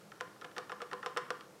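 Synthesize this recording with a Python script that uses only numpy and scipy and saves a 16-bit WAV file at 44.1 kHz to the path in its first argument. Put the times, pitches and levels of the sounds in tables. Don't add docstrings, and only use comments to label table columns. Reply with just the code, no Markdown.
import sys
import numpy as np
from scipy import signal
from scipy.fft import rfft, irfft
from scipy.io import wavfile

SR = 44100
rng = np.random.default_rng(int(sys.argv[2]) if len(sys.argv) > 2 else 0)


def pcm_store(signal):
    levels = np.round(np.clip(np.atleast_2d(signal), -1, 1) * 32767)
    wavfile.write(sys.argv[1], SR, levels.astype(np.int16).T)


N = 70560
T, HZ = np.arange(N) / SR, np.fft.rfftfreq(N, 1 / SR)
STRIKE_T = T[:SR // 2]


def amp(db):
    return 10 ** (np.asarray(db) / 20)


def lookup(points, hz):
    table_hz, value = np.transpose(points)
    return np.interp(np.log(hz + 1), np.log(table_hz + 1), value)


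def add(mix, start_s, sound):
    part = mix[round(start_s * SR):][:len(sound)]
    part += sound[:len(part)]


def coloured(x, gain_db):
    shaped = irfft(rfft(x) * amp(gain_db), len(x))
    return shaped / np.sqrt(np.mean(shaped ** 2) + 1e-20)


# centre_hz, level_db, width_hz
DRONE_BANDS = [(122.3, -79.5, 12), (165.8, -68, 26.4), (203, -71, 7.3), (313, -67.5, 39)]
# freq_hz, density_db
HISS_SPECTRUM = [(25, -47), (55, -57), (80, -16), (110, -6), (180, -6.5), (250, -13), (320, -6), (480, 2.5),
                 (650, -4), (850, -6.5), (1300, -9.5), (2000, -14.5), (3000, -17.5), (5000, -17.5),
                 (9000, -21.5), (13000, -25.5), (15500, -30.5)]

def background():
    drone = np.zeros(N)
    for centre_hz, level_db, width_hz in DRONE_BANDS:
        band_db = -20 * np.log10(1 + ((HZ - centre_hz) / width_hz) ** 2)
        drone += amp(level_db) * coloured(rng.standard_normal(N), band_db)
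    return drone + amp(-60) * coloured(rng.standard_normal(N), lookup(HISS_SPECTRUM, HZ))


# pitch_hz, knock_db, catch_db, t60_s
RAIL_MODES = [(387.6, -49, -60.5, 0.1), (447, -49, -65, 0.2), (498.7, -40, -57, 0.21),
              (707.7, -41, -65, 0.085), (785, -45, -67, 0.04), (863, -51, -51, 0.12),
              (1021.4, -44, -57.5, 0.12), (1098, -47.5, -58, 0.12), (1162, -45, -83, 0.093),
              (1245, -39.5, -40, 0.064), (1337.6, -48.5, -36, 0.054), (1435, -43, -42, 0.044),
              (1490, -53, -50, 0.12), (1710, -37, -39.5, 0.018), (1856, -51.5, -36, 0.022),
              (2268, -53.5, -47.5, 0.032), (2880, -70, -69.5, 0.018), (5270, -42.5, -56, 0.023)]

def rail_ring(kind, tilt_db_per_oct, ping_hz, ping_db):
    pitch_hz, knock_db, catch_db, t60_s = np.array(RAIL_MODES).T
    spread_db, detune = (rng.standard_normal((len(pitch_hz), 2)) * [2, 0.005]).T
    level_db = {"knock": knock_db, "catch": catch_db}[kind] + spread_db
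    level_db += ping_db * np.exp(-((pitch_hz / ping_hz - 1) / 0.045) ** 2)
    level_db += tilt_db_per_oct * np.log2(pitch_hz / 1000)
    polarity = (-1) ** np.arange(len(pitch_hz))
    fades = amp(-60 * STRIKE_T / t60_s[:, None])
    tones = np.sin(2 * np.pi * np.outer(pitch_hz * (1 + detune), STRIKE_T))
    return (polarity * amp(level_db)) @ (fades * tones)


def mode_crowd(texture, spectrum, tilt_db_per_oct, t60_s):
    drive = texture + 0.88 * rng.standard_normal(len(texture))
    drive[round(0.0004 * SR)] += amp(18.5)
    hz = np.fft.rfftfreq(len(drive), 1 / SR)
    fade = amp(-60 * STRIKE_T / t60_s)
    burst = fade * coloured(drive, lookup(spectrum, hz) + tilt_db_per_oct * np.log2(hz + 100))
    return burst * np.linalg.norm(fade) / np.linalg.norm(burst)


# freq_hz, density_db
FRAME_SHIVER_SPECTRUM = [(100, -11), (300, -20.5), (450, 3), (600, 0.5), (900, 6.5), (1400, 4.5),
                         (2200, -4.5), (3400, -4), (4500, -13), (5500, -11), (6500, -19.5), (9000, -26.5),
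                         (15500, -51)]

def strike(ring, textures, crack_spectrum, tilt_db_per_oct, crack_db, shiver_db, contact_s=0.00038):
    crack = mode_crowd(textures[0], crack_spectrum, tilt_db_per_oct, t60_s=0.015)
    shiver = mode_crowd(textures[1], FRAME_SHIVER_SPECTRUM, tilt_db_per_oct, t60_s=0.089)
    attack = np.minimum(STRIKE_T / contact_s, 1)
    return attack * (ring + amp(crack_db) * crack + amp(shiver_db) * shiver)


# start_s, level_db, tilt_db_per_oct, crack_db, ping_db
TOOTH_CATCHES = [(.0100, -24, 5, 7, -4), (0.1183, -11.5, 0, 5.5, 9.5), (.1605, -27, 2, 9, -4),
                 (0.2773, -23, 0, 8, 0), (0.361, -19.5, -4, 0, 0), (0.413, -15.5, 2.5, 11.5, 4),
                 (0.4193, -4.5, -5.5, -1, -3), (0.5142, -21.5, -1.5, 11, 0), (0.5648, -2.5, 3, -4, 1),
                 (.5728, -5, -13.5, 8, 1), (0.6956, -1, -1.5, -1.5, -2), (0.7028, -8.5, -8, 3, -3),
                 (.8037, -3, -4.5, -7, -15), (.9136, -7, 2, -2, 4), (0.9245, 0.5, -10.5, -2, -16),
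                 (1.0287, -0.5, -1.5, -4, 6), (1.043, -5.5, -6.5, -7, -9), (1.1641, 7, -6.5, -12, -9),
                 (1.1770, -1.5, 4, -1, 2), (1.4090, -13.5, 0, 12, -6)]
# freq_hz, density_db
CATCH_CRACK_SPECTRUM = [(100, -76), (800, 9.5), (1400, 4.5), (2000, -6.5), (3000, 4), (5500, -1.5),
                        (6500, -21), (9000, -17), (15500, -35)]

def catches(textures):
    out = np.zeros(N)
    for start_s, level_db, tilt, crack_db, ping_db in TOOTH_CATCHES:
        ring = rail_ring("catch", tilt, ping_hz=1820, ping_db=ping_db)
        tick = strike(ring, textures, CATCH_CRACK_SPECTRUM, tilt, crack_db - 42.5, shiver_db=-46.5)
        add(out, start_s, amp(level_db) * tick)
    return out


# freq_hz, gain_db
WALL_SPECTRUM = [(150, 2), (300, 0.5), (500, -20), (1000, -6.5), (1500, -8.5), (3000, -11.5), (5500, -14),
                 (14000, -17)]
# freq_hz, t60_s
WALL_DECAY = [(300, 0.51), (1500, 0.48), (5000, 0.42), (14000, 0.28)]

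def wall_tail(sound, build_s=0.016):
    centres_hz = np.geomspace(150, 14000, 8)
    spectrum = rfft(rng.standard_normal(N)) * amp(lookup(WALL_SPECTRUM, HZ))
    response = np.zeros(N)
    for centre_hz, weights in zip(centres_hz, np.eye(len(centres_hz))):
        band = irfft(spectrum * lookup(np.c_[centres_hz, weights], HZ), N)
        fade = amp(-60 * T / lookup(WALL_DECAY, centre_hz)) * (1 - np.exp(-T / build_s))
        response += band * fade / np.linalg.norm(fade)
    return signal.fftconvolve(sound, response)[:N]


# start_s, length_s, level_db
TOOTH_SCRAPES = [(.202, .012, -48), (.442, .012, -48), (1.172, .022, -45), (1.18, .115, -59),
                 (1.285, .011, -55)]
# freq_hz, density_db
SCRAPE_SPECTRUM = [(100, -45), (700, -8), (1400, 9.5), (2000, 3), (3200, 1), (4500, -23), (9000, -31),
                   (15500, -45)]

def scrapes(slips_per_s=1900, spread_db=1):
    out = np.zeros(N)
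    for start_s, length_s, level_db in TOOTH_SCRAPES:
        slips = (rng.random(N) < slips_per_s / SR) * rng.standard_normal(N)
        slips *= amp(spread_db * rng.standard_normal(N))
        swell = np.sin(np.pi * np.minimum(T / length_s, 1))
        add(out, start_s, amp(level_db) * swell * coloured(slips, lookup(SCRAPE_SPECTRUM, HZ)))
    return out


# start_s, level_db, tilt_db_per_oct, crack_db, ping_db
TOOTH_KNOCKS = [(.2090, -5, -1, 3.5, 9), (.4472, -10.5, -3, 1.5, 4), (0.5813, -2, -0.5, -0.5, -1),
                (.7190, -3.5, -1.5, -5, 2), (.8183, -3, -1.5, -4, -16), (0.9318, -3.5, -3, -1, 5),
                (1.0613, 1.5, -.5, -4, 0), (1.1724, 2.5, 1, -4, 5), (1.3045, 1, -2, 1, 1.5)]
# freq_hz, density_db
KNOCK_CRACK_SPECTRUM = [(100, -21), (280, -4.5), (450, -10), (600, -8), (1400, 9.5), (2200, -8),
                        (3800, -1.5), (5500, -6), (6500, -11), (8800, -11.5), (10500, -21.5),
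                        (13000, -24.5), (15500, -27)]

def knocks(textures):
    out = np.zeros(N)
    for start_s, level_db, tilt, crack_db, ping_db in TOOTH_KNOCKS:
        ring = rail_ring("knock", tilt, ping_hz=1035, ping_db=ping_db)
        knock = strike(ring, textures, KNOCK_CRACK_SPECTRUM, tilt, crack_db - 30.5, shiver_db=-40.5)
        add(out, start_s, amp(level_db) * knock)
    return out


def scene():
    textures = rng.standard_normal((2, len(STRIKE_T)))
    bass_cut = signal.butter(2, 292, "highpass", fs=SR, output="sos")
    gnawing = signal.sosfilt(bass_cut, knocks(textures) + catches(textures) + scrapes())
    return (gnawing + wall_tail(gnawing) + background())[None]


def record(dry):
    cutoff_hz = 15850
    lowpass = signal.firwin(511, cutoff_hz, window=("kaiser", 9), fs=SR)
    return signal.oaconvolve(dry, lowpass[None], "same")


dry = scene()
out = record(dry)
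pcm_store(out)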